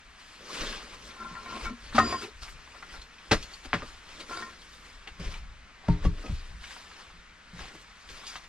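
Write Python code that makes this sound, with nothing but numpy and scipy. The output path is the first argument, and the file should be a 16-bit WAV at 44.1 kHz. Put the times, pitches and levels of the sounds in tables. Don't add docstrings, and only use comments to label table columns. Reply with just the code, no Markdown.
import sys
import numpy as np
from scipy import signal
from scipy.fft import rfft, irfft
from scipy.io import wavfile
from scipy.ndimage import uniform_filter1d

SR = 44100
rng = np.random.default_rng(int(sys.argv[2]) if len(sys.argv) > 2 else 0)


def wav_record(signal):
    frames = np.transpose(np.atleast_2d(signal))
    bounded = np.clip(frames, -1, 1)
    quanta = np.round(bounded * 32767).astype(np.int16)
    wavfile.write(sys.argv[1], SR, quanta)


N = 373968

# (frequency [Hz], relative level per Hz [dB])
AIR_COLOUR = [(12, -26), (20, -2), (56, -3), (116, -21.5), (185, -8), (333, -18.5), (834, -16),
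              (1300, -9.5), (2030, -10.5), (6190, -24.5), (8640, -32), (12400, -49), (15500, -62)]
AIR_DB = -54.5
# (frequency [Hz], relative level per Hz [dB])
LEAF_COLOUR = [(410, -39), (700, 0), (968, -2), (1120, 0), (1220, -2), (4950, -7), (8990, -20),
               (14300, -40), (15500, -52)]
# (frequency [Hz], relative level per Hz [dB])
GROUND_COLOUR = [(8.8, -25), (15, 8), (32, -8.5), (44, -3), (63, -7), (108, -22), (200, -24.5), (260, -68),
                 (440, -120)]
# (frequency [Hz], likeness [1 = identical; below 0 counts as 0])
EAR_LIKENESS = [(60, 0.95), (180, 0.84), (550, 0.73), (1650, 0.69), (4970, 0.9), (15000, -1.1)]
# (peak time [s], swell [s], fade [s],
# rustle level [dB], brightness [about dB per octave], low scuff level [dB])
RUSTLES = [(0.2, 0.057, 0.49, -53.5, 1, -78), (0.354, 0.46, 0.12, -54, 2.5, -70),
           (0.41, .03, 0.23, -63, 2, -54), (0.55, 0.17, 0.37, -38.5, 1.5, -47),
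           (0.62, 0.1, 0.15, -35.5, -0.5, -40.5), (0.699, 0.25, .25, -38, 0, -45.5),
           (0.944, .2, 0.068, -46, 0, -56), (1.08, 0.21, 0.11, -47.5, 2, -55.5), (1.3, 1, .8, -50, .5, -61),
           (1.56, .27, 0.13, -43, -0.5, -50.5), (1.654, 0.15, 0.061, -38, 0, -47),
           (1.702, 0.15, .03, -46, -2, -48.5), (1.86, 0.18, 0.27, -48.5, 0.5, -77),
           (1.96, 0.029, 0.14, -31, -0.5, -47), (2.124, 0.24, 0.11, -38, 0.5, -40.5),
           (2.234, 0.089, 0.077, -38.5, 1.5, -69), (2.428, 0.023, 0.09, -40.5, 1, -63),
           (2.504, .2, 0.074, -51, 6.5, -68), (2.8, 0.95, 0.36, -53.5, 1, -64.5),
           (2.948, 0.19, .18, -47, 1, -57), (3.27, 0.26, .3, -71.5, 1.5, -71),
           (3.424, 0.4, 0.21, -46, 0.5, -56.5), (3.532, 0.14, 0.21, -50, 2.5, -68),
           (3.656, 0.037, 0.028, -43.5, 1.5, -58), (3.79, 0.16, 0.22, -47, -3, -53.5),
           (3.89, 0.54, 0.28, -50, 2.5, -69), (4.13, 0.23, 0.18, -48.5, 1, -59),
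           (4.21, 0.074, 0.066, -43.5, 1, -49), (4.32, 0.088, 0.33, -42, 1.5, -49.5),
           (4.42, 0.27, 0.053, -45, 0.5, -64), (4.63, .1, 0.11, -52.5, 2.5, -72),
           (4.75, 0.18, 0.1, -52, 3.5, -66), (4.86, 0.16, 0.27, -51, 1.5, -62),
           (5.08, 0.018, 0.037, -48, -2.5, -53), (5.2, 0.015, 0.18, -47.5, 0, -48),
           (5.25, 0.084, 0.16, -43.5, -1.5, -50), (5.32, 0.098, 0.13, -45, 1, -68),
           (5.38, 0.78, .04, -53.5, 1, -72), (5.92, 0.14, 0.16, -46, -3, -53),
           (6.055, 0.062, 0.055, -42, 0, -43.5), (6.21, .14, 0.14, -51.5, -0.5, -52.5),
           (6.31, 0.38, 0.51, -49.5, 1.5, -62), (6.64, 0.055, 0.22, -45.5, 0.5, -64),
           (6.718, 0.14, 0.28, -46, 2.5, -65), (7.0, 0.45, 0.3, -50, 0, -62.5),
           (7.61, 0.14, 0.29, -44.5, 0, -54), (7.755, 0.043, 0.034, -56, 12, -51.5),
           (7.82, 0.073, 0.038, -54.5, 5, -67), (8.1, 0.027, 0.37, -46.5, 2, -56.5),
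           (8.27, 0.26, 0.7, -53.5, 1.5, -72), (8.37, 0.72, .06, -47.5, 1, -67),
           (8.44, 0.034, .05, -53, 0.5, -66)]
# (peak time [s], swell [s], fade [s], level [dB])
BOOMS = [(0.09, 0.085, 0.04, -57), (0.61, 0.037, .36, -42.5), (1.05, .2, 0.091, -50),
         (1.35, 0.29, 0.4, -52), (1.649, 0.031, 0.075, -31.5), (1.84, 0.044, .15, -46),
         (1.97, 0.15, 0.078, -39.5), (2.12, 0.076, 0.072, -51), (2.43, 0.18, .12, -45.5),
         (2.55, .14, 0.18, -45), (3.0, 0.29, 0.091, -48), (3.35, 0.043, 0.11, -30.5), (3.68, .06, .2, -47),
         (3.75, 0.042, 0.28, -44), (4.15, 0.41, .6, -54), (4.98, 0.35, 0.078, -52.5),
         (5.12, 0.035, .3, -57), (5.28, 0.11, 0.084, -31), (5.45, 0.41, 0.29, -41.5),
         (5.901, 0.018, .08, -19), (6.07, 0.057, 0.11, -20), (6.31, .05, 0.083, -27),
         (6.55, .15, 0.17, -41), (7.2, .5, 0.048, -56), (7.618, 0.11, 0.13, -41.5),
         (8.12, 0.044, 0.096, -43.5), (8.36, 0.11, 0.22, -58)]
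SWELL_DB = 20
RUMBLE_DB = -61.5
HOP = 128
# (frequency [Hz], relative level [dB])
METAL_PARTIALS = [(4850, -40), (5378, -54), (6772, -54), (7181, -52), (9254, -61)]
# (time [s], level [dB])
METAL_RING = [(1.99, -45), (2.1, -35.5), (2.136, -43), (2.208, -46.5), (2.26, -60)]
# (frequency [Hz], relative level [dB], t60 before each load scales it [s])
LOG_MODES = [(27.2, 2, 1), (51, -3, 0.34), (71.2, 3, 0.35), (97, 1, 0.3), (126, 7, 0.18), (172.5, 7, 0.2),
             (237, -16, 0.24), (300, -7, 0.35), (411, -8, 0.42), (920, -3, 0.25), (1137, 9, .13)]
# (time [s], level before the soft onset [dB], centre of the blow [Hz],
# spread [octaves], ring [factor on the log t60])
THUDS = [(0.61, -34, 34, 0.28, 0.54), (1.638, -44, 59.6, 1.1, 0.54), (5.197, -30, 37.5, 1.34, 0.79),
         (5.268, -40, 48.4, 1.3, 0.9), (5.884, -5.5, 175, 0.92, 0.89), (6.05, -9.5, 115, 1.62, 0.82),
         (6.099, -27, 27.5, 0.91, 0.69), (6.229, -56, 29.6, 1.3, 0.9), (6.297, -12, 52, 1.55, 0.62),
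         (7.531, -33, 172, 0.49, 0.75), (7.619, -54, 45.8, 1.3, 0.69), (8.095, -57, 48.4, 1.1, 0.8),
         (1.985, -22.5, 88, 0.21, 0.58), (2.074, -32.5, 85, 0.28, 1.3), (7.585, -38, 173, 0.26, 0.48),
         (1.995, -32, 300, .15, 1.4), (1.245, -44, 170, .3, 0.64), (1.31, -37, 162, 0.34, .7),
         (4.19, -52, 175, 0.36, .8), (7.135, -47.5, 175, .3, 0.55), (7.74, -42, 165, .4, .5),
         (8.172, -42, 140, 0.54, 0.45), (3.315, -15.5, 243, 0.8, 0.51), (5.195, -27.5, 175, 0.42, 0.63),
         (3.737, -19, 181, 0.95, 0.7), (5.885, -27, 915, 0.13, 0.56), (6.051, -31, 1147, 0.17, 0.66)]
# (time [s], level [dB], pitch [Hz], t60 of the puff [s], ringing share [0-1])
SNAPS = [(1.353, -33, 1410, 0.071, 0.1), (1.926, -32, 1460, 0.05, 0.1), (2.371, -45, 2430, 0.05, 0.15),
         (2.4247, -39, 1300, 0.05, 0.6), (2.48, -36.5, 1550, 0.06, 0.1), (2.5896, -45, 1450, 0.061, 0.2),
         (2.675, -38.5, 1430, 0.043, 0), (2.7478, -38, 1355, 0.13, 0.25), (2.826, -30.5, 1380, 0.05, 0.1),
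         (2.893, -40, 1920, 0.096, 0.34), (2.939, -35, 1390, 0.11, 0.2), (3.183, -41, 2530, 0.06, 0.24),
         (3.4267, -28.5, 4400, 0.059, 0.25), (3.5364, -31.5, 4510, 0.056, 0.43),
         (4.5334, -42, 2050, 0.05, 0.2), (4.6183, -38, 3200, 0.045, 0.3), (4.7316, -43, 3600, 0.041, 0.4),
         (5.3408, -29.5, 2330, 0.025, 0.18), (6.2614, -35, 2510, 0.041, 0.2),
         (6.6394, -31.5, 2220, 0.037, 0.18), (6.7645, -33.5, 1440, 0.031, 0.17),
         (6.8634, -41, 1800, 0.043, 0.4), (6.914, -40, 1290, 0.045, 0.26),
         (7.5916, -35.5, 1680, 0.068, 0.04), (7.7494, -42, 1130, 0.043, 0.2),
         (8.089, -39.5, 2620, 0.037, 0), (8.2672, -29.5, 4810, 0.25, 0.24),
         (3.016, -36.5, 4200, 0.065, 0.35), (4.37, -33, 4760, 0.072, 0.9), (5.074, -29.5, 2700, 0.063, 0.2)]
# (frequency [Hz], relative level [dB], t60 before the knock shortens it [s])
PLANK_MODES = [(673, -32, 0.12), (761, 3.5, 0.26), (1251, 9, 0.28), (1380, -26, 0.39), (1540, 5, 0.06),
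               (1780, -0.5, 0.048), (2446, -19, 0.25), (2800, -1, 0.53), (3190, -9, 0.29)]
# (time [s], body level [dB], body centre [Hz], ringing share [0-1], bass level [dB],
# treble level [dB], chatter t60 [s], first tick [factor against the chatter])
KNOCKS = [(1.952, -32, 1500, 0.3, -32, -30.5, 0.022, 3), (1.981, -7.5, 1010, 0.9, -19, -19, 0.047, 1.7),
          (3.311, -10, 1790, 0, -14, -17.5, 0.1, 0.29), (3.65, -38, 1500, 0, -41.5, -47, 0.059, 4.8),
          (3.731, -6.5, 1550, 0.09, -23, -35, 0.088, 3.4), (3.821, -23.5, 1500, 0.31, -36, -46, 0.082, 4.4),
          (4.198, -38, 1500, 0, -62, -34.5, 0.069, 4.5), (5.883, -26.5, 1910, 0.23, -21, -37, 0.017, 5.5),
          (6.048, -35, 1500, 0, -26, -44, 0.024, 4), (6.235, -44, 1200, 1, -35, -54, 0.23, 4.6),
          (8.356, -23.5, 1380, 0.28, -67, -32, .06, 4.9)]
# (frequency [Hz], level under a blow [dB], t60 [s])
POLE_MODES = [(230.5, -2.5, 0.16), (403, 2.5, 0.061), (695.6, 6.5, 0.15), (1052, 12.5, 0.052),
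              (1373, -1, 0.16), (1435, 10.5, 0.044), (1696, -10.5, 0.061), (1844, 7, 0.13),
              (2250, -1.5, 0.12)]
POLE_ORDERS = [1, 2, 3, 4, 5, 5, 6, 7, 8]
# (time [s], pressure [dB], brightness [dB per octave],
# contact place [share of the length], lowest mode under the grip of the hand [dB])
DRAGS = [
    [(1.05, -64, 2.5, 0.29, -4), (1.22, -49, 8.5, 0.32, 6), (1.3, -52.5, 7, 0.36, 8),
     (1.37, -50.5, 9.5, .34, 1), (1.432, -55, 4.5, 0.38, 5), (1.49, -48.5, 10.5, 0.34, 9),
     (1.57, -44, 1, 0.41, -4), (1.62, -71, 1, 0.45, 0), (1.664, -36.5, 10.5, 0.27, 11),
     (1.734, -61.5, -2.5, 0.37, 15), (1.77, -72, 0, 0.36, 0), (1.85, -72, 3, 0.41, 6)],
    [(2.015, -24, 2.5, .15, 2), (2.081, -45, -2, 0.4, -1.5), (2.145, -34.5, 11.5, .39, 4),
     (2.201, -63, -4, 0.37, -10), (2.235, -51, -9, 0.34, -30), (2.283, -65, -11.5, 0.33, -23),
     (2.34, -77, -3, 0.39, -8)],
    [(4.2, -62, 10, 0.42, 0), (4.27, -78, 9, .3, -5), (4.302, -40, 9, 0.27, -22),
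     (4.332, -44.5, 2.5, .32, -34), (4.422, -55, -1.5, 0.31, -7), (4.49, -58, 8, 0.44, 2),
     (4.53, -72, -5, 0.54, 2)],
]
# (time [s], level [dB], brightness [dB per octave],
# contact place [share of the length], lowest mode under the grip of the hand [dB])
POLE_BLOWS = [(1.459, -47, 3.5, 0.42, -2), (1.545, -55, -2, .4, 13), (1.654, -45.5, 11.5, .29, 10),
              (1.704, -60, 0, 0.36, 25), (1.946, -48, -9.5, .33, 7), (1.98, -24.5, 2.5, 0.27, -8),
              (1.998, -28.5, -1.5, 0.354, 1), (2.124, -37, -1, 0.17, -20), (2.139, -40.5, -4, 0.12, 1),
              (2.22, -53.5, 11.5, 0.28, -8), (4.309, -48.5, -5, .13, -14), (4.371, -41.5, 2, .28, -15),
              (4.422, -48, 10, 0.11, 0), (4.478, -53, -6, 0.35, -15)]
# (frequency [Hz], t60 [s])
CABIN_T60 = [(100, 0.11), (500, 0.071), (2000, 0.081), (8000, 0.11)]
# (frequency [Hz], left minus right [dB])
BALANCE = [(60, 1.5), (240, 1.5), (950, 2.0), (3770, 2.5), (15000, -2.5)]
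EDGE_HZ = 15700


def gain_of(db):
    return 10 ** (np.asarray(db) / 20)


def evened(x):
    return x / np.sqrt(np.mean(x ** 2) + 1e-20)


def peaked(x):
    return x / np.max(abs(x))


def read(points, hz):
    f, value = np.transpose(points)
    return np.interp(np.log(hz + 1), np.log(f + 1), value)


def add(mix, s, sound):
    part = mix[round(s * SR):][:len(sound)]
    part += sound[:len(part)]


def band(x, lo_hz, hi_hz):
    return signal.sosfilt(signal.butter(2, [lo_hz, hi_hz], "band", fs=SR, output="sos"), x)


def two_ears(hz, a, b):
    same = np.clip(read(EAR_LIKENESS, hz), 0, 1)[:, None]
    return np.array([a, same * a + np.sqrt(1 - same ** 2) * b])


def coloured(pair, field_db, size):
    hz, t, (a, b) = signal.stft(pair, SR, nperseg=size, noverlap=size * 3 // 4)
    z = two_ears(hz, a, b) * gain_of(field_db(hz[:, None], t))
    return signal.istft(z, SR, nperseg=size, noverlap=size * 3 // 4)[1][:, :N]


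def patchwork(bands, hop, width):
    grain = rng.standard_normal((bands, N // hop + 2))
    return evened(uniform_filter1d(uniform_filter1d(grain, width, 0), width, 1))


def swells(peak_s, swell_s, fade_s):
    late = np.arange(N // HOP + 2) * HOP / SR - peak_s[:, None]
    slope = np.where(late < 0, -late / swell_s[:, None], late / fade_s[:, None])
    return gain_of(-2 * SWELL_DB * slope)


def level_from(power):
    frames = np.arange(N // HOP + 2) * HOP / SR
    return np.interp(np.arange(N) / SR, frames, np.sqrt(power))


def reach_db(hz, centre_hz, octaves):
    return -6 * (np.log2(hz / centre_hz) / octaves) ** 2


def rings(modes, centre_hz, octaves, longer=1):
    hz, db, t60 = np.transpose(modes)[:, :, None]
    t = np.arange(SR // 2) / SR
    level_db = db + reach_db(hz, centre_hz, octaves) - 60 * t / (t60 * longer)
    return peaked((gain_of(level_db) * np.sin(2 * np.pi * hz * t)).sum(0))


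def air():
    patches = 1.3 * patchwork(513, 256, 6)
    noise = rng.standard_normal((2, N))
    hiss = coloured(noise, lambda hz, t: read(AIR_COLOUR, hz) + patches[:, :len(t)], size=1024)
    return gain_of(AIR_DB) * evened(hiss)


def ground_booms():
    noise = rng.standard_normal((2, N))
    boom = evened(coloured(noise, lambda hz, t: read(GROUND_COLOUR, hz), size=4096))
    *shape, boom_db = np.transpose(BOOMS)
    power = gain_of(2 * boom_db) @ swells(*shape) + gain_of(2 * RUMBLE_DB)
    return boom * level_from(power)


def leaves_and_scuffs():
    *shape, rustle_db, bright_db, scuff_db = np.transpose(RUSTLES)
    each = swells(*shape)
    rustle = gain_of(2 * rustle_db) @ each + 1e-12
    bright = (gain_of(2 * rustle_db) * bright_db) @ each / rustle
    frames = np.arange(N // HOP + 2) * HOP / SR

    strength = gain_of(3.7 * np.minimum(rng.exponential(1, N), 5))
    crackle = strength * (rng.random(N) < 400 / SR)
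    clumps = abs(uniform_filter1d(evened(crackle) ** 2, 130)) ** .5
    rough = rng.standard_normal((2, N)) * (1.8 + 0.23 * clumps)
    patches = 2.33 * patchwork(257, HOP, 9)

    def leaf_db(hz, t):
        tilt = np.interp(t, frames, bright) * np.log2((hz + 150) / 3000)
        return read(LEAF_COLOUR, hz) + patches[:, :len(t)] + tilt

    leaves = evened(coloured(rough, leaf_db, size=512))
    scuff = evened(band(band(rough[0], 160, 785), 132, 785))
    return leaves * level_from(rustle) + scuff * level_from(gain_of(2 * scuff_db) @ each)


def metal():
    s, db = np.transpose(METAL_RING)
    t = np.arange(s[0], s[-1], 1 / SR)
    waver = evened(uniform_filter1d(rng.standard_normal((len(METAL_PARTIALS), len(t))), 900))
    tones = np.zeros(len(t))
    for (hz, partial_db), w in zip(METAL_PARTIALS, waver):
        tones += gain_of(partial_db + 2.0 * w) * np.sin(2 * np.pi * hz * t)
    out = np.zeros(N)
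    add(out, s[0], evened(tones) * gain_of(np.interp(t, s, db)) * signal.windows.tukey(len(t), .2))
    return out


def thuds():
    out = np.zeros(N)
    settling = np.minimum(np.arange(SR // 2) / (0.0071 * SR), 1)
    rise = np.sin(np.pi / 2 * settling) ** 2
    for s, db, centre_hz, octaves, longer in THUDS:
        add(out, s, gain_of(db) * rise * rings(LOG_MODES, centre_hz, octaves, longer))
    return out


def snaps():
    out, t = np.zeros(N), np.arange(SR // 8) / SR
    for s, db, hz, t60, ring in SNAPS:
        puff = rng.standard_normal(len(t)) * gain_of(-60 * t / t60)
        puff[0] += 3
        dull = peaked(band(puff, hz / 1.7, hz * 1.4))
        ringing = peaked(band(puff, hz / 1.03, hz * 1.03))
        add(out, s, gain_of(db) * ((1 - ring) * dull + ring * ringing))
    return out


def knocks():
    out, t = np.zeros(N), np.arange(SR // 4) / SR
    for s, db, hz, ring, bass_db, treble_db, t60, tick in KNOCKS:
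        decay = gain_of(-60 * (t / t60) ** 1.15)
        chatter = rng.standard_normal(len(t)) * decay * np.minimum(t / 0.0075, 1)
        blunt_tick = tick * np.exp(-((t - .0006) / .00007) ** 2)
        drive = chatter + blunt_tick

        crack = peaked(band(band(drive, hz / 2.0, hz * 1.51), hz / 3.9, hz * 5.8))
        plank = rings(PLANK_MODES, hz, octaves=0.44, longer=0.26)
        modes = peaked(signal.oaconvolve(drive, plank)[:len(t)])
        body = gain_of(db) * ((1 - ring) * crack + ring * modes)
        bass = gain_of(bass_db) * peaked(band(chatter, 83, 560))
        treble = gain_of(treble_db) * peaked(band(band(chatter, 1500, 4030), 2000, 12000))
        add(out, s, body + bass + treble)
    return out


def touch(db, bright_db, place, grip_db, hz, order):
    level_db = db + bright_db * np.log2(hz / 1000) + grip_db * (order == 1)
    return gain_of(level_db) * (abs(np.sin(np.pi * order * place)) + 0.062)


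def pole_drags(tones):
    out = np.zeros(N)
    for rows in DRAGS:
        s, *controls = np.transpose(rows)
        t = np.arange(s[0], s[-1], 1 / SR)
        jerks = rng.random(len(t)) < 300 / SR
        slips = evened(rng.standard_normal(len(t)) * (0.38 + 8 * jerks))
        contact = [np.interp(t, s, c) for c in controls]
        fade = signal.windows.tukey(len(t), .1)
        for tone, mode, order in zip(tones[:5], POLE_MODES, POLE_ORDERS):
            drive = slips * touch(*contact, mode[0], order) * fade
            add(out, s[0], signal.oaconvolve(drive, tone / np.linalg.norm(tone)))
    return out


def pole_blows(tones):
    out = np.zeros(N)
    rise = np.minimum(np.arange(SR // 4) / (0.0023 * SR), 1)
    for s, *contact in POLE_BLOWS:
        ringing = np.zeros(SR // 4)
        for tone, mode, order in zip(tones, POLE_MODES, POLE_ORDERS):
            ringing += touch(*contact, mode[0], order) * tone
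        add(out, s, rise * ringing)
    return out


def pole():
    tones = [gain_of(mode[1]) * rings([mode], 1, np.inf)[:SR // 4] for mode in POLE_MODES]
    return pole_drags(tones) + pole_blows(tones)


def cabin(x):
    taps = np.zeros((2, SR // 2))
    grid = np.arange(130, SR // 2 - 20, 20)
    at = grid + rng.integers(0, 20, (2, len(grid)))
    np.put_along_axis(taps, at, rng.choice([-1., 1.], at.shape), 1)
    hz, t, (a, b) = signal.stft(taps, SR, nperseg=256)
    z = two_ears(hz, a, b) * gain_of(-60 * t / read(CABIN_T60, hz)[:, None])
    tail = signal.istft(z, SR, nperseg=256)[1]
    return signal.fftconvolve(x[None], tail / np.linalg.norm(tail[0]), axes=1)[:, :N]


def scene():
    wood = snaps() + knocks() + pole()
    background = air() + ground_booms() + leaves_and_scuffs()
    return background + metal() + thuds() + gain_of(-4.0) * cabin(wood) + wood


def record(dry):
    lean = gain_of(read(BALANCE, np.fft.rfftfreq(N, 1 / SR)) / 2)
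    late_left = np.array([np.roll(dry[0], 2), dry[1]])
    ports = irfft(rfft(late_left) * [lean, 1 / lean], N)
    low_pass = signal.firwin(511, EDGE_HZ, window=("kaiser", 9), fs=SR)
    return signal.oaconvolve(ports, low_pass[None], "same")


dry = scene()
out = record(dry)
wav_record(out)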